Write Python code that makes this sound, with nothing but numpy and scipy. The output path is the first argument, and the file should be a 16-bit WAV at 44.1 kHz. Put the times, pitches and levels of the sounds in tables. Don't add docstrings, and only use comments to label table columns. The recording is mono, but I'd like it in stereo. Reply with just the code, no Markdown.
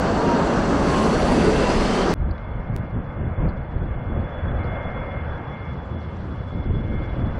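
import sys
import numpy as np
from scipy import signal
from scipy.io import wavfile
from scipy.ndimage import uniform_filter1d

SR = 44100
rng = np.random.default_rng(int(sys.argv[2]) if len(sys.argv) > 2 else 0)


def rack_gain(trim_db):
    fader = np.asarray(trim_db, float)
    return 10 ** (fader / 20)


def materialize(psi):
    bounded = np.clip(np.atleast_2d(psi).T, -1, 1)
    quanta = np.round(bounded * 32767).astype(np.int16)
    wavfile.write(sys.argv[1], SR, quanta)


N = 325899
CUT = 94330


def in_time(rows):
    s, *columns = np.transpose(rows)
    return [np.interp(np.arange(N) / SR, s, c) for c in columns]


def at_hz(points, hz):
    point_hz, point_db = np.array(points).T
    return np.interp(np.log(hz), np.log(point_hz), point_db)


def rms_one(x):
    return x / np.sqrt(np.mean(x ** 2) + 1e-20)


def steep(x, hz):
    return signal.sosfilt(signal.cheby2(8, 50, hz, fs=SR, output="sos"), x)


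def late(x, samples):
    return np.interp(np.arange(len(x)) - samples, np.arange(len(x)), x)


def drift(rate, size=N):
    r = np.exp(-80 * np.pi * rate / SR)
    white = rng.standard_normal(size // 40 + 2002)
    slow = signal.lfilter([1], [1, -2 * r, r * r], white)[2000:]
    return np.interp(np.arange(size) / 40, np.arange(len(slow)), rms_one(slow))


def hum(width_hz, hz):
    phase = 2 * np.pi * np.cumsum(hz) / SR
    in_phase = drift(width_hz, len(hz)) * np.cos(phase)
    return in_phase + drift(width_hz, len(hz)) * np.sin(phase)


def bands(spectrum, edges_hz, patchy_db, speed, size=N):
    together = drift(speed, size)
    white = rng.standard_normal((2, 2, size + 4000))
    for k, (low, high) in enumerate(zip(edges_hz, edges_hz[1:])):
        band = signal.butter(2, [low, high], "band", fs=SR, output="sos")
        pair = signal.sosfilt(band, white[k % 2])[:, 4000:]
        hz = np.sqrt(low * high)
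        flicker_db = patchy_db * (0.26 * together + drift(speed, size))
        mid, side = pair * rack_gain(at_hz(spectrum, hz) + flicker_db)
        yield hz, mid, side


def wide(spectrum, low_hz, high_hz, count, patchy_db, speed, width_db=0):
    # (frequency [Hz], side over mid [dB])
    shore_side = [(60, -48.5), (330, -39.5), (1000, -27.5), (1900, -26.5), (3200, -7.5), (5000, -5.5),
                  (9000, 0.5)]
    total = 0
    for hz, mid, side in bands(spectrum, np.geomspace(low_hz, high_hz, count), patchy_db, speed):
        total = total + np.array([mid, rack_gain(at_hz(shore_side, hz)) * side])
    mid, side = total
    return rms_one(mid + rack_gain(width_db) * side * [[1], [-1]])


def spells(rows, rise, fall):
    t = np.arange(0, N, 64) / SR
    start, hold, db = np.array(rows)[:, :3].T[..., None]
    before = np.maximum((start - t) / rise, 0)
    after = np.maximum((t - start - hold) / fall, 0)
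    return np.repeat(rack_gain(db) ** 2 * np.exp(-before ** 2 - after ** 2), 64, axis=1)[:, :N]


def gusts_db():
    # (start [s], hold [s], buffet [dB], deep thump over buffet [dB])
    gusts = [(0.095, 0.034, -27, -5.5), (0.697, 0.15, -32.5, -3), (1.145, 0.33, -35, 3),
             (1.477, 0.13, -38, 9), (1.738, 0.091, -31.5, 7.5), (2.159, .14, -26.5, -1.5),
             (2.512, 0.087, -31, 0.5), (2.701, 0.14, -27.5, -13), (2.958, 0.024, -25.5, -4.5),
             (3.196, 0.09, -26.5, -11), (3.404, 0.065, -22.5, -2), (3.547, .08, -31, -0.5),
             (3.768, .2, -29, 1), (4.098, 0.12, -25.5, -1), (4.455, .1, -26.5, -1.5), (4.628, .14, -30, -6),
             (4.876, 0.14, -37, 3), (5.203, 0.076, -36.5, -6), (5.927, 0.027, -31.5, -26),
             (6.251, .12, -31, -12), (6.541, .06, -31, -11), (6.673, 0.086, -26.5, -3),
             (6.849, 0.085, -27, -7), (7.176, 0.078, -25, -14)]
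    # (time [s], buffet [dB], deep thump over buffet [dB])
    breeze = [
        (0, -30, -5),
        (2.1, -36, 8),
        (2.4, -38, 1.5),
        (5.3, -32.5, -7.5),
        (5.55, -33, -14),
        (6.1, -32, -26),
        (6.3, -33, -7.5),
        (7.39, -27.5, 0),
    ]
    power = spells(gusts, rise=0.022, fall=0.028)
    breeze_db, deep_db = in_time(breeze)
    buffet = power.sum(axis=0) + rack_gain(breeze_db) ** 2
    deep = rack_gain(np.array(gusts)[:, 3]) ** 2 @ power + rack_gain(breeze_db + deep_db) ** 2
    return 10 * np.log10(uniform_filter1d([buffet, deep], size=128))


def shore():
    # (time [s], level [dB])
    swell = [
        (2.2, -42),
        (3.0, -41),
        (3.45, -39.5),
        (3.7, -42),
        (4.35, -38),
        (4.9, -35),
        (5.5, -39.5),
        (6.0, -43.5),
        (6.65, -43.5),
        (7.39, -39),
    ]
    # (frequency [Hz], density [dB per Hz])
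    far = [(220, -32), (380, 6.5), (526, 1.5), (812, -3.5), (1620, -7.5), (2180, -21.5), (2400, -39.5),
           (3150, -10), (3300, -16.5), (4290, -56), (7260, -120)]
    # (frequency [Hz], density [dB per Hz])
    spray_tone = [(3500, 7.5), (4500, -4.5), (6000, -6), (8000, -19.5), (10000, -12.5)]
    # (time [s], level [dB])
    spray_level = [
        (2.2, -70.5),
        (3.3, -74.5),
        (4.0, -72),
        (5.0, -70),
        (5.7, -69),
        (6.25, -64.5),
        (6.6, -68.5),
        (7.39, -65.5),
    ]
    roar_db, = in_time(swell)
    buffet_db = gusts_db()[0]
    gust_db = buffet_db + 30
    rumble_db = -35 + 1.01 * np.maximum(buffet_db + 30.5, 0)
    upper_db = -62 + 0.51 * (roar_db + 39) + 1.54 * (np.arange(N) - CUT) / SR + 0.16 * gust_db
    gusty_db = 1.3 * (uniform_filter1d(gust_db, size=3000) + 1.2)
    rumble_tone = [(95, 1), (200, -4.5), (400, -20.5)]
    rumble = rack_gain(rumble_db - 2) * wide(rumble_tone, 85.9, 429, count=5, patchy_db=2.0, speed=17.0)
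    roar = wide(far, 455.0, 2180, count=7, patchy_db=0.93, speed=3.8, width_db=gusty_db)
    roar = rack_gain(roar_db + 2.0) * roar
    upper = rack_gain(upper_db + 1.0) * wide(far, 2220, 3580, count=4, patchy_db=2.0, speed=6.1)
    spray = wide(spray_tone, 3530, 10000, count=5, patchy_db=2.3, speed=29.0)
    return steep(rumble + roar + upper, 4010) + rack_gain(in_time(spray_level)[0]) * spray


def far_fans():
    # (start [s], hold [s], level [dB])
    whine = [(2.15, 0.045, -54), (2.38, 0.51, -52.5), (3.11, .38, -53), (3.52, .1, -54.5),
             (3.89, .22, -52.5), (4.15, 0.33, -55), (4.6, 0.57, -42), (5.38, 0.13, -51), (5.53, 0.14, -46),
             (5.96, 0.11, -53.5), (6.35, 0.078, -57), (6.52, 0.49, -52), (6.92, 0.16, -46.5),
             (7.17, .2, -61)]
    # (time [s], level [dB])
    whistle = [
        (2.15, -63),
        (2.5, -67.5),
        (4.0, -65),
        (4.38, -54),
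        (5.7, -59),
        (6.25, -62.5),
        (6.5, -58),
        (7.39, -56.5),
    ]
    power = spells(whine, rise=0.01, fall=0.054).sum(axis=0)
    db = 10 * np.log10(uniform_filter1d(power, size=128) + rack_gain(-70.5) ** 2)
    level = 0.96 * rack_gain(db + 1.0 * drift(38.0))
    tone = level * np.sin(2 * np.pi * np.cumsum(2124 + 2.8 * drift(11.0)) / SR)
    neighbour = rack_gain(-64 + 0.65 * (db + 52)) * hum(8.8, np.full(N, 2260))
    flutter = rack_gain(in_time(whistle)[0]) * hum(20.5, 3408 + 8 * drift(3.0))
    return tone + neighbour + flutter


def drops():
    # (time [s], level [dB], lowest [Hz], highest [Hz], rise [s])
    ticks = [
        (2.311, -50, 4000, 4800, .003),
        (2.381, -50, 1500, 4800, .0007),
        (3.404, -42, 1000, 2900, .0008),
        (3.457, -27, 300, 1800, .0008),
        (3.492, -56, 4000, 4800, .006),
        (4.645, -61, 3900, 4900, .008),
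        (6.17, -56, 2000, 6000, .0007),
        (6.5, -55, 2000, 5500, .0007),
    ]
    out, t = np.zeros(N), np.arange(-2000, 2000) / SR
    for s, db, low, high, rise in ticks:
        band = signal.butter(4, [low, high], "band", fs=SR, output="sos")
        puff = signal.sosfilt(band, rng.standard_normal(4000))
        shape = np.exp(np.where(t < 0, -(t / rise) ** 2, -t / (1.6 * rise)))
        middle = round(s * SR)
        out[middle - 2000:middle + 2000] += rack_gain(db) * shape * rms_one(puff)
    return out


def evened(x):
    power = uniform_filter1d(np.mean(x ** 2, axis=0), size=int(0.076 * SR)) + 1e-9
    share = 0.6
    return rms_one(x * power ** (-share / 2))


def wind():
    # (frequency [Hz], density [dB per Hz])
    gust_tone = [(60, 3.5), (105, -3), (200, -11), (400, -20.5), (900, -38)]
    buffet_db, thump_db = gusts_db()
    thump = wide([(14, -15), (38, 4), (60, -2)], 14, 60, count=4, patchy_db=3.0, speed=15.0)
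    buffet = steep(wide(gust_tone, 59.6, 920, count=7, patchy_db=1.94, speed=14.0), 3400)
    buffet = signal.sosfilt(signal.butter(3, 48, "high", fs=SR, output="sos"), buffet)
    jolts = rack_gain(1.74 * drift(22.0))
    return jolts * (rack_gain(thump_db) * evened(thump) + rack_gain(buffet_db) * evened(buffet))


def howls():
    # (time [s], pitch [Hz], glide [Hz per s], level [dB], half length [s])
    swells = [ (.3, 945, -130, -28.5, .12), (.22, 1180, -40, -34, .06), (.98, 1068, -60, -30.5, .13),
              (1.46, 430, 40, -26, .12), (1.38, 330, 300, -27, .08), (1.7, 995, -40, -34, .09),
              (.78, 280, -80, -25, .07), (1.0, 215, 0, -27, .15), (1.33, 250, 100, -26, .08),
              (1.62, 2700, 300, -36, .16), (1.95, 3100, 500, -36, .12), (1.35, 2600, 200, -38, .07),
              (1.0, 2950, 0, -39, .07), (1.2, 5800, 600, -45, .1), (.55, 5950, 0, -49, .1),
              (.98, 7700, 0, -49, .08), (1.8, 4300, 700, -39, .2), (.15, 730, -50, -34, .1),
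              (1.5, 1480, 80, -38, .1)]
    t, out = np.arange(CUT) / SR, 0
    for s, hz, glide, db, half in swells:
        pitch = hz + glide * (t - s)
        core = 1.3 * (hz < 2000) * np.sin(2 * np.pi * np.cumsum(pitch) / SR)
        swell = rack_gain(db) * np.exp(-((t - s) / half) ** 2)
        out = out + swell * (core + 0.6 * hum(6 + 0.02 * hz, pitch))
    return out


def airliner():
    # (time [s], deep roar [dB], nearness [0-1])
    flyby = [
        (0, -24, 0.14),
        (.3, -20, .25),
        (.66, -21, 0.3),
        (.8, -20, 0.35),
        (.98, -19, 0.71),
        (1.2, -21.5, 0.57),
        (1.45, -18, 0.91),
        (1.9, -22.5, 0.82),
        (2.14, -20, 0.56),
    ]
    # (time [s], fan haystack [Hz], haystack [dB], right lag [samples])
    path = [
        (0, 4480, -52, 0.5),
        (.55, 4120, -52, 0.6),
        (.85, 4540, -54, 0.4),
        (1.0, 4200, -47.5, 0.46),
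        (1.3, 4550, -45, 0.6),
        (1.6, 4795, -43, 2.1),
        (1.8, 5100, -44, 1.5),
        (2.14, 5300, -57, 2.5),
    ]
    # (frequency [Hz], density [dB per Hz])
    jet = [(53, -45), (90, -28), (161, -3), (428, -6.5), (577, -6), (951, -12), (2290, -24.5), (2910, -28),
           (3630, -30), (4610, -30), (7910, -38), (10700, -53.5), (13900, -81), (22000, -120)]
    # (frequency [Hz], side over mid [dB])
    jet_side = [(60, -32), (110, -23), (190, -29), (330, -21.5), (590, -19.5), (1040, -12), (1840, -43),
                (3270, -4.5), (5780, -6.5), (10200, -16.5)]
    # (frequency [Hz], balance [dB])
    jet_balance = [(200, 0), (450, .5), (1000, 0), (1800, -1.5), (3300, -1.5), (5800, -1), (10000, 1)]
    # (time [s], extra path [ms])
    ground_echo = [
        (0, 3.8),
        (1.0, 4.2),
        (2.14, 4.32),
    ]
    deep_db, near = (c[:CUT] for c in in_time(flyby))
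    stack_hz, stack_db, lag = (c[:CUT] for c in in_time(path))
    roar_db = -23.5 - 1.5 * near
    hiss_db = -41 + 8 * near
    top_db = -72.5 + 26.5 * near
    width_db = 0.9 + 7 * np.arange(CUT) / SR

    parts = np.zeros((4, 2, CUT))
    edges_hz = np.geomspace(95, 13500, 20)
    for hz, mid, side in bands(jet, edges_hz, patchy_db=1.21, speed=17.0, size=CUT):
        lean = np.tanh(at_hz(jet_balance, hz) / 13.0) * mid
        part = int(hz > 580) + int(hz > 1900) + int(hz > 8200)
        parts[part] += [mid, lean + side * rack_gain(at_hz(jet_side, hz) - 8.5 + width_db)]
    deep, roar, hiss, top = (part / np.std(part[0]) for part in parts)
    roar = rack_gain(deep_db) * deep + rack_gain(roar_db) * roar
    hiss = rack_gain(hiss_db + 2.0) * steep(hiss, 11950)
    mid, side = roar + hiss + rack_gain(top_db + 5.0) * steep(top, 15500)

    ground = in_time(ground_echo)[0][:CUT] * SR / 1000
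    mid = mid + 0.068 * steep(late(mid, ground), 1350)
    housing = 3 * SR / 4590
    mid, side = ((x + 0.13 * late(x, housing)) * 0.94 for x in (mid, side))
    haystack = rack_gain(stack_db + 2.5 * drift(9.0, CUT)) * hum(130.0, stack_hz)
    mid = mid + howls() + haystack
    out = np.array([late(mid + side, 4 - lag / 2), late(mid - side, 4 + lag / 2)])
    return np.pad(out, ((0, 0), (0, N - CUT)))


def scene():
    after = np.arange(N) >= CUT
    return airliner() + wind() + after * (shore() + far_fans() + drops())


def drop_faint(x, limit, loud_db):
    hz, t, lines = signal.stft(x, SR, "cosine", 2048, 1024)
    power = np.mean(abs(lines[:1024].reshape(128, 8, -1)) ** 2, axis=1)
    frame_db = np.interp(t * SR, np.arange(N), loud_db)
    masking_db = 0.9 * (frame_db + 27.5) + 2.2 * rng.standard_normal(len(t))
    limit_db = at_hz(limit, hz[4::8])[:, None] + masking_db + 1.6 * rng.standard_normal(power.shape)
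    lines[:1024] *= np.repeat(power > rack_gain(limit_db) ** 2, 8, axis=0)
    return signal.istft(lines, SR, "cosine", 2048, 1024)[1][:N]


def top_cut(x):
    return signal.sosfilt(signal.butter(12, 15900, fs=SR, output="sos"), x)


def record(dry):
    # (frequency [Hz], limit [dB per line])
    mid_drop = [(100, -130), (3000, -112), (3700, -99), (6000, -99), (9000, -102), (10500, -95),
                (12500, -100)]
    # (frequency [Hz], limit [dB per line])
    side_drop = [(100, -86.5), (500, -84.5), (1500, -89), (2900, -86.5), (3250, -106), (3600, -94.5),
                 (5000, -101), (12000, -104)]
    # (time [s], jump [full scale], lead-in [s], muted share [0-1], fade-in [s])
    splices = [
        (0, 0, .001, .3, .002),
        (2.1390, .26, .0006, 1, .03),
        (2.76401, -.115, .0015, .9, .004),
        (2.7426, .006, .001, 0, .001),
        (2.7533, .008, .001, 0, .001),
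        (2.7746, -.018, .001, 0, .001),
        (2.7853, -.011, .001, 0, .001),
        (7.39, 0, .002, .6, .001),
    ]
    left, right = 0.76 * np.tanh(dry / 0.72)
    loud_db = 10 * np.log10(uniform_filter1d(left ** 2, size=1800) + 1e-9)
    mid = drop_faint((left + right) / 2, mid_drop, loud_db)
    side = drop_faint((left - right) / 2, side_drop, loud_db)
    t, out = np.arange(N) / SR, np.array([mid + side, mid - side])
    for s, jump, lead, muted, fade in splices:
        lean = np.exp(np.minimum(t - s, 0) / lead) * (t < s)
        back = 1 - muted * np.exp(-np.maximum(t - s, 0) / fade) * (t >= s)
        out = out * back * (1 - muted * lean) + jump * lean
    return top_cut(out)


dry = scene()
out = record(dry)
materialize(out)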